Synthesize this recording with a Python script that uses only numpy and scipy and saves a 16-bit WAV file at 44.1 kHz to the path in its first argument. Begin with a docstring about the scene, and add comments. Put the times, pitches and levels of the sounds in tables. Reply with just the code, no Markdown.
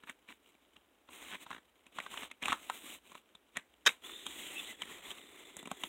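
"""A quiet, dead room: a plastic disc case is handled on a bed sheet, close to a small mono microphone.
Behind it lie a low room noise and the rub and hiss of hand and case over the cloth, made of filtered noise.
Nearer, the hinge rubs and squeaks as moving resonances of noise, and the open tray sings along as it slides.
Nearest are knocks, scrapes and a drop with bounces, made of short bursts that ring the shell,
and one sharp snap, a volley of hard slips, as the latches let the lid go."""
import sys
import numpy as np
from scipy import signal
from scipy.io import wavfile
from scipy.ndimage import uniform_filter1d

SR = 44100
rng = np.random.default_rng(int(sys.argv[2]) if len(sys.argv) > 2 else 0)


def transcribe(signal):
    """Save signal, clipped to [-1, 1], as a 16-bit WAV file at the path in sys.argv[1]."""
    frames = np.atleast_2d(signal).T
    limited = np.clip(frames, -1, 1)
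    pcm = np.round(limited * 32767).astype(np.int16)
    wavfile.write(sys.argv[1], SR, pcm)


N = 259584


def gain_of(db):
    """Decibels to amplitude."""
    return 10 ** (np.asarray(db) / 20)


def evened(x):
    """Scales to rms 1."""
    return x / np.sqrt(np.mean(x ** 2) + 1e-20)


def as_blow(x):
    """Scales a short sound to the energy of 10 ms at rms 1."""
    return x * np.sqrt(SR / 100 / (np.sum(x ** 2) + 1e-20))


def read(points, hz):
    """A spectrum's dB at the given frequencies, interpolated over log frequency."""
    f, db = np.transpose(points)
    return np.interp(np.log(hz + 1), np.log(f + 1), db)


def follow(curve):
    """A control curve at every sample."""
    return np.interp(np.arange(N) / SR, *np.transpose(curve))


def add(mix, s, sound):
    """Mixes a sound in at s seconds."""
    part = mix[round(s * SR):][:len(sound)]
    part += sound[:len(part)]


def colour(x, spectrum, size=2048):
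    """Causal, minimum-phase filter with the given spectrum."""
    log_gain = np.log(gain_of(read(spectrum, abs(np.fft.fftfreq(size, 1 / SR)))))
    response = np.exp(np.conj(signal.hilbert(log_gain)))
    taps = np.fft.ifft(response).real
    return signal.oaconvolve(x, taps)[:len(x)]


def resonate(x, hz, width):
    """One resonance of gain 1, fixed or moving: shift hz down to zero, smooth, shift back."""
    turn = np.exp(2j * np.pi * np.cumsum(hz * np.ones(len(x))) / SR)
    r = np.exp(-np.pi * width / SR)
    smoothed = signal.lfilter([1 - r], [1, -r], x / turn)
    return 2 * (turn * smoothed).real


def wander(per_s, count=N):
    """Random curve of rms 1 that heads for a new value per_s times a second."""
    at = np.arange(count) * per_s / SR
    return evened(np.interp(at, np.arange(count), rng.standard_normal(count)))


def friction(grain_db, grains_per_s, count=N):
    """Noise that comes in small clumps as surfaces catch and slip."""
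    return evened(rng.standard_normal(count) * gain_of(grain_db * wander(grains_per_s, count)))


def contact(rattle_s, rattle_db, tail_db, tail_s, rise_s, size=6000):
    """Surfaces meet over a moment, hit home, rattle, and echo faintly inside the case."""
    t = np.arange(size) / SR
    meeting = np.minimum(t / rise_s, 1) ** 2
    impact = signal.unit_impulse(size, np.argmax(meeting))
    rattle = friction(grain_db=2.5, grains_per_s=1346, count=size) * meeting * np.exp(-t / rattle_s)
    tail = rng.standard_normal(size) * meeting * np.exp(-t / tail_s)
    return as_blow(impact) + gain_of(rattle_db) * as_blow(rattle) + gain_of(tail_db) * as_blow(tail)


# noise floor of the room, mostly low: f/Hz, spectral level/dB per Hz
ROOM_SPECTRUM = [(25, -28), (62, 3), (125, -18), (260, -2.5), (600, -3), (3600, -13), (6000, -23)]


def room_quiet(quiet_db):
    """The quiet room behind everything: steady noise, strongest in the bass."""
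    return gain_of(quiet_db) * evened(colour(rng.standard_normal(N), ROOM_SPECTRUM))


# strokes of hand and case over the sheet: start t/s, end t/s, level/dB before swell and wobble,
# brightness/dB per octave
STROKES = [(0.077, 0.105, -67, 4), (0.303, 0.327, -65, 2), (0.449, 0.503, -69, 1), (1.123, 1.181, -54.5, 1),
           (1.222, 1.352, -52.5, 0), (1.418, 1.427, -56, 1.5), (1.48, 1.558, -60, -1),
           (1.949, 2.068, -58, -0.5), (2.128, 2.242, -50, -0.5), (2.449, 2.527, -47, -2),
           (2.546, 2.7, -58.5, 1.5), (2.73, 2.948, -53.5, 2), (3.059, 3.183, -63.5, 1),
           (4.05, 4.292, -56, 1.1), (4.3, 4.72, -52.5, 1.6), (4.82, 4.985, -56, -0.5),
           (5.043, 5.125, -54.5, 0), (5.15, 5.182, -55.5, 0.5), (5.234, 5.59, -63.5, -0.5),
           (5.809, 5.89, -58, 2.5)]
ATTACK_S, RELEASE_S, SWELL_DB = 0.054, 0.023, 1  # rise before the start, fade after the end, growth between
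OPENED_S = 4.02  # the lid is free
HOLD_DB, HOLD_OPEN_DB = -80.5, -65.5  # between strokes the hand still creeps, more so on the loose, open case


def sliding():
    """Level (dB) and brightness (dB per octave) of the rubbing: strokes over the creep of the holding hand."""
    t = np.arange(N) / SR
    power = gain_of(np.where(t < OPENED_S, HOLD_DB, HOLD_OPEN_DB)) ** 2
    tilt = np.zeros(N)
    for start, end, db, bright in STROKES:
        attack = np.clip((t - start) / ATTACK_S + 1, 0, 1) ** 2
        swell_db = SWELL_DB * (np.clip((t - start) / (end - start), 0, 1) - .5)
        release = np.exp(-np.maximum(t - end, 0) / RELEASE_S)
        stroke = (attack * gain_of(db + swell_db) * release) ** 2
        power = power + stroke
        tilt = tilt + bright * stroke
    return 10 * np.log10(power), tilt / power  # the louder motion sets the brightness


# dull rub of the bedding: f/Hz, spectral level/dB per Hz
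BEDDING_SPECTRUM = [(25, -24.5), (65, -6.5), (125, -20.5), (190, -3.5), (290, 3.5), (500, -5), (3000, -55)]


def bedding(slide_db, rub_db=-34, growth=0.57):
    """The soft, low rub of the bed grows more slowly than the hiss."""
    rub = evened(colour(friction(grain_db=2.0, grains_per_s=120), BEDDING_SPECTRUM))
    return gain_of(rub_db + growth * slide_db) * rub


# hiss of the weave, also the echo of the snap: f/Hz, spectral level/dB per Hz
WEAVE_SPECTRUM = [(150, -16), (500, -6), (1100, -1.5), (1600, -6), (2200, 0), (3300, -1.5), (6200, -6.5),
                  (8400, -4.5), (9800, -12), (16000, -14.5)]


def swish(slide_db, bright, hiss_db=1, patchy_db=1.0, pivot_hz=3000):
    """Fine hiss of the weave, tilted by the touch, with drifting patches of colour."""
    hiss = evened(colour(friction(grain_db=1.5, grains_per_s=900), WEAVE_SPECTRUM))
    hz, t, z = signal.stft(hiss, SR, nperseg=512)
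    octaves = np.log2(np.maximum(hz, pivot_hz / 2) / pivot_hz)[:, None]
    across_hz = uniform_filter1d(rng.standard_normal(z.shape), size=7, axis=0)
    patches = evened(uniform_filter1d(across_hz, size=9, axis=1))
    tilt_db = octaves * np.interp(t, np.arange(N) / SR, bright)
    z = z * gain_of(tilt_db + patchy_db * patches)
    return signal.istft(z, SR)[1][:N] * gain_of(slide_db + hiss_db)


# resonances of the open tray as it slides: centre f/Hz, width f/Hz, relative level/dB
TRAY_MODES = [(366, 93, 4), (2000, 190, 3.5), (3430, 120, 5.5), (7270, 880, 2.5)]


def tray(slide_db, lid_up_s=4.04, tray_db=-34, growth=0.42, drift=0.037):
    """Once the lid is up, the bare tray sings along with the sliding; its resonances drift as the grip shifts."""
    drive = friction(grain_db=3.5, grains_per_s=180)
    modes = np.zeros(N)
    for hz, width, db in TRAY_MODES:
        centre = hz * (1 + drift * wander(7.4))
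        modes += gain_of(db) * evened(resonate(drive, centre, width))
    opened = follow([(lid_up_s - .03, 0), (lid_up_s + 0.02, 1)])
    return opened * gain_of(tray_db + growth * slide_db) * evened(modes)


def finger_ticks(slide_db, per_s=110, tick_db=-29, growth=0.65, spread_db=5.0):
    """Skin and threads catch on the case in tiny ticks, stronger as the hand moves."""
    strength = gain_of(spread_db * np.minimum(rng.exponential(1, N), 3))
    catches = strength * (rng.random(N) < per_s / SR)
    catch = contact(rattle_s=0.0008, rattle_db=3, tail_db=-24, tail_s=0.01, rise_s=0.00065)
    train = signal.oaconvolve(catches, catch)[:N]
    ticks = evened(colour(train, CLACK_SPECTRUM)) + 0.24 * evened(colour(train, TICK_SPECTRUM))
    return gain_of(tick_db + growth * slide_db) * evened(ticks)


# the lid rubs as it swings up and over: t/s, level of the lower band/dB, its resonance f/Hz
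HINGE_PATH = [(4.0, -82, 3400), (4.06, -60, 3550), (4.3, -54.5, 3400), (4.55, -53, 2700),
              (4.625, -59, 2900), (4.665, -50, 3600), (4.73, -56, 2900), (4.76, -76, 3000)]


def hinge(width_hz=1300, overtone_hz=7100, overtone_db=-5):
    """A smooth rub whose lower resonance shifts as the lid swings open, under a fixed higher one."""
    s, db, hz = np.transpose(HINGE_PATH)
    t = np.arange(N) / SR
    rub, centre = friction(grain_db=2.0, grains_per_s=210), np.interp(t, s, hz)
    low = resonate(resonate(rub, centre, width_hz), centre, width_hz)
    high = resonate(resonate(rub, overtone_hz, 2 * width_hz), overtone_hz, 2 * width_hz)
    swing = gain_of(np.interp(t, s, db)) * (t > s[0]) * (t < s[-1])
    return swing * (evened(low) + gain_of(overtone_db) * evened(high))


# squeaks of the hinge: start t/s, end t/s, level of the fundamental/dB, mean pitch f/Hz,
# glide/share of the pitch per s
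SQUEAKS = [(4.03, 4.085, -55, 3500, 3), (4.08, 4.22, -56, 3590, .6), (4.555, 4.615, -47, 2650, .2),
           (4.575, 4.615, -48, 3470, .2), (4.675, 4.735, -54, 2000, -.3)]


def squeaks(width_hz=130, waver=.003, overtone_db=-17, count=4):
    """The hinge pins stick and slip: thin, wavering, gliding whistles with overtones."""
    out = np.zeros(N)
    for start, end, db, hz, glide in SQUEAKS:
        t = np.arange(0, end - start, 1 / SR)
        pitch = hz * (1 + glide * (t - t.mean()) + waver * wander(40, len(t)))
        for k in range(1, count + 1):
            noise = rng.standard_normal(len(t))
            tone = resonate(resonate(noise, k * pitch, width_hz), k * pitch, width_hz)
            level = gain_of(db + overtone_db * (k > 1))
            add(out, start, level * evened(tone * np.hanning(len(t)) ** .5))
    return out


# ringing modes of the shell: f/Hz, relative level/dB
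SHELL_MODES = [(269, 3.5), (468, 0.5), (900, 0.5), (1300, 2), (1565, 2.5), (1725, -4), (1835, -4),
               (2270, 2.5), (2570, 1.5), (2790, -5), (3212, -0.5), (3480, -5.5), (3753, 3), (5480, -4.5)]


def shell_ring(x, t60):
    """The modes of the shell ring on briefly after whatever strikes it, 60 dB down after t60 seconds."""
    t = np.arange(SR // 4) / SR
    ring = sum(gain_of(db) * np.sin(2 * np.pi * (hz * t + rng.random())) for hz, db in SHELL_MODES)
    ring = ring * np.exp(-np.log(1000) * t / t60)
    return signal.oaconvolve(x, ring / np.linalg.norm(ring))[:N]


# plastic or nail dragged over plastic: start t/s, end t/s, level before thud and tick/dB, pitch f/Hz
SCRAPES = [(0.066, 0.116, -51.5, 1770), (0.285, 0.333, -55.5, 2090), (1.308, 1.363, -45.5, 1590),
           (2.219, 2.239, -45, 1800), (2.421, 2.441, -40, 2430), (2.486, 2.514, -39.5, 1300),
           (3.55, 3.603, -47.5, 1800), (4.565, 4.61, -54.5, 2914)]


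def scrapes(ring_width_hz=900, thud_db=-12, tick_db=-19):
    """Short, finely crackling stick-slip on the shell."""
    out = np.zeros(N)
    for start, end, db, hz in SCRAPES:
        count = round((end - start) * SR)
        slips = friction(grain_db=5, grains_per_s=700, count=count)
        body = colour(slips, CLACK_SPECTRUM)
        sound = evened(evened(body) + evened(resonate(body, hz, ring_width_hz)))
        sound += gain_of(thud_db) * evened(colour(slips, THUD_SPECTRUM))
        sound += gain_of(tick_db) * evened(colour(slips, TICK_SPECTRUM))
        add(out, start, gain_of(db) * sound * signal.windows.tukey(count, .4))
    return out


def crackle_swells(swell_db=-28, growth=0.61):
    """A soft swell of crackling noise, 32 ms long, surrounds each listed tap."""
    out, count = np.zeros(N), round(.032 * SR)
    for s, db, *_ in CLICKS:
        crackle = friction(grain_db=5, grains_per_s=500, count=count)
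        swell = colour(crackle, CLACK_SPECTRUM) * np.hanning(count)
        add(out, s - count / SR / 2, gain_of(swell_db + growth * db) * as_blow(swell))
    return out


# the parts of a knock, used in other layers too, each f/Hz, spectral level/dB per Hz:
# clack of the plastic, dull thud below, hard tick above
CLACK_SPECTRUM = [(200, -38.5), (600, -3.5), (1000, 1), (1500, -3), (2400, 0), (3700, -0.5), (5500, -5.5),
                  (9000, -40.5)]
THUD_SPECTRUM = [(30, -23), (70, -6), (120, -11.5), (185, 2.5), (450, -2), (900, -5), (2500, -57.5)]
TICK_SPECTRUM = [(3500, -44.5), (6000, 0), (8000, 5), (10300, -3.5), (16000, -20.5)]
# the soft middle of a panel rings low and thuds, a stiff edge hardly does; a firm knock rings more than it thuds
THUD_DB, THUD_PITCH_HZ, THUD_DB_PER_OCTAVE, THUD_GROWTH = -14.5, 1240, -2.5, -0.5
LIFTED_S, LIFTED_THUD_DB = 5.5, 10.5  # held up in the air, the open case thuds more


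def knock(s, db, hz, tick_db, ring_width_hz=600, ring_db=1.5, ring_growth=0.074, firm_db=-42, softening=.7):
    """A tap rings the struck part of the shell, with a dull thud below and a hard tick above."""
    firmness_db = db - firm_db  # a firm knock is sudden and rings; a light touch creeps in and skitters
    rise_s = np.clip(.003 * gain_of(-softening * firmness_db), .001, .004)
    if tick_db > -7:  # hard edges meet at once
        rise_s = rise_s / 2
    rattle_db = 7.0 - 0.26 * firmness_db if tick_db < 0 else 0  # a bare tick rattles less
    blow = contact(rattle_s=0.003, rattle_db=rattle_db, tail_db=-10.5, tail_s=0.029, rise_s=rise_s)
    clack = colour(blow, CLACK_SPECTRUM)
    ring = resonate(resonate(clack, hz, ring_width_hz), hz, 2 * ring_width_hz)
    body = as_blow(as_blow(clack) + gain_of(ring_db + ring_growth * firmness_db) * as_blow(ring))
    thud_db = THUD_DB + THUD_DB_PER_OCTAVE * np.log2(hz / THUD_PITCH_HZ) + THUD_GROWTH * firmness_db
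    if s > LIFTED_S:
        thud_db = thud_db + LIFTED_THUD_DB
    thud = as_blow(colour(blow, THUD_SPECTRUM))
    tick = as_blow(colour(blow, TICK_SPECTRUM))
    return s - rise_s / 2, gain_of(db) * (body + gain_of(thud_db) * thud + gain_of(tick_db) * tick)


# dropped on the bed, the case rattles to rest in even, fading bounces
DROP_S, DROP_DB, DROP_HZ, DROP_TICK_DB = 1.512, -44, 1530, -22
BOUNCE_S, BOUNCE_LOSS_DB = 0.017, 3


def bounces(count=5):
    """The knocks of the dropped case, as rows like those of CLICKS."""
    return [(DROP_S + k * BOUNCE_S, DROP_DB - k * BOUNCE_LOSS_DB, DROP_HZ, DROP_TICK_DB) for k in range(count)]


# fingers and edges knock on the shell: t/s, level of the body/dB, ring pitch f/Hz, tick re that level/dB
CLICKS = [(0.0352, -55.5, 1700, -16), (0.0953, -44.5, 2000, -8.5), (0.287, -52.5, 2190, -24),
          (0.549, -69, 2470, -10), (0.764, -59, 2990, -15), (1.088, -56.5, 1030, -26),
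          (1.351, -45.5, 1890, -22), (1.4638, -51.5, 1130, -24), (1.5051, -45.5, 1100, -14),
          (1.865, -59.5, 2640, -6), (1.9858, -37, 1380, -18), (2.0008, -41.5, 1910, -16),
          (2.0627, -44.5, 1500, -27), (2.1392, -46, 1150, -10), (2.1735, -40.5, 2960, -18),
          (2.313, -46.5, 2180, -9.5), (2.425, -42.5, 2020, -7.5), (2.456, -34, 2390, -8),
          (2.4822, -33.5, 1170, -12), (2.5077, -42, 2500, -8), (2.521, -32, 1240, -19),
          (2.5265, -29.5, 1240, -15), (2.6978, -34, 1290, -13), (3.117, -55, 1160, -7.5),
          (3.151, -49.5, 1150, -12), (3.351, -55.5, 3630, -12), (3.5695, -35.5, 1910, -6),
          (3.891, -34, 2200, -16), (4.094, -52, 1390, -18), (4.265, -39.5, 3430, -5),
          (4.819, -37.5, 3050, -10), (4.833, -50, 1920, -12), (5.104, -45, 3120, -7),
          (5.113, -46, 3350, -7), (5.567, -55.5, 1900, 11.5), (5.628, -57.5, 1090, 1),
          (5.656, -49.5, 2440, -7), (5.673, -49.5, 1000, -4.5), (5.714, -38, 955, -7.5),
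          (5.836, -36, 3110, -10.5)]


def clicks():
    """Every tap and bounce of the shell, each a struck blow."""
    out = np.zeros(N)
    for row in CLICKS + bounces():
        add(out, *knock(*row))
    return out


# the latches slip over their catches and the lid jumps free: t/s, level before the ringing/dB
SLIPS = [(3.853, -45.5), (3.8599, -34), (3.8624, -20), (3.866, -18.5), (3.8695, -19), (3.873, -17)]
# crack of the latches: f/Hz, spectral level/dB per Hz
SNAP_SPECTRUM = [(40, -38), (260, -15.5), (700, -9), (1400, 0), (2800, 0), (3800, 2.5), (4300, -3),
                 (4900, 15), (5500, 8), (6300, 0.5), (8300, -12), (16000, -25)]


def snap(tail_db=-35, tail_s=0.027, size=8000, gripped_db=-9, gripped_t60=0.026):
    """A burst of short, hard latch slips jolts the tightly gripped shell; a faint echo follows."""
    out, t = np.zeros(N), np.arange(size) / SR
    for s, db in SLIPS:
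        blow = contact(rattle_s=.0022, rattle_db=9, tail_db=-8, tail_s=.013, rise_s=.0014)
        add(out, s, gain_of(db) * as_blow(colour(blow, SNAP_SPECTRUM)))
    out = out + gain_of(gripped_db) * shell_ring(out, gripped_t60)
    echo = colour(rng.standard_normal(size), WEAVE_SPECTRUM) * np.exp(-t / tail_s)
    add(out, SLIPS[-1][0], gain_of(tail_db) * as_blow(echo))
    return out


def scene(ring_db=-21, quiet_db=-74, firm_db=-46, unsteady=0.11, uneven_db=1.85):
    """The quiet room, cloth and plastic, the same in both channels."""
    quiet = room_quiet(quiet_db)
    slide_db, bright = sliding()
    slide_db = slide_db + uneven_db * wander(30)  # the hand never moves quite evenly
    slide_db = slide_db + unsteady * (firm_db - slide_db) * wander(130)  # a light touch stutters, a firm one glides
    cloth = bedding(slide_db) + swish(slide_db, bright)
    rustle = cloth + tray(slide_db) + finger_ticks(slide_db) + hinge() + squeaks()
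    plastic = scrapes() + crackle_swells() + clicks()
    crack = snap()
    flex = gain_of(-24) * crack  # the snap's share in the longer ringing
    ringing = shell_ring(gain_of(ring_db) * plastic + flex, t60=0.094)
    mono = quiet + rustle + plastic + crack + ringing
    return np.array([mono, mono])


# the overall tone colour, with a deep notch around 4.4 to 5.2 kHz: f/Hz, gain/dB
TONE_COLOUR = [(3920, 0.5), (4430, -20.5), (5150, -20), (6250, -6), (7100, -2.5)]
EDGE_HZ = 15900  # upper band limit


def record(dry, hiss_db=-82):
    """The overall tone colour, a faint hiss, soft overload on the hardest cracks, then the band limit."""
    heard = np.array([colour(channel, TONE_COLOUR) for channel in dry])
    heard = heard + gain_of(hiss_db) * rng.standard_normal(N)
    ceiling = .65
    heard = ceiling * np.tanh(heard / ceiling)
    low_pass = signal.firwin(511, EDGE_HZ, window=("kaiser", 9), fs=SR)
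    return signal.oaconvolve(heard, low_pass[None], "same", axes=1)


dry = scene()
out = record(dry)
transcribe(out)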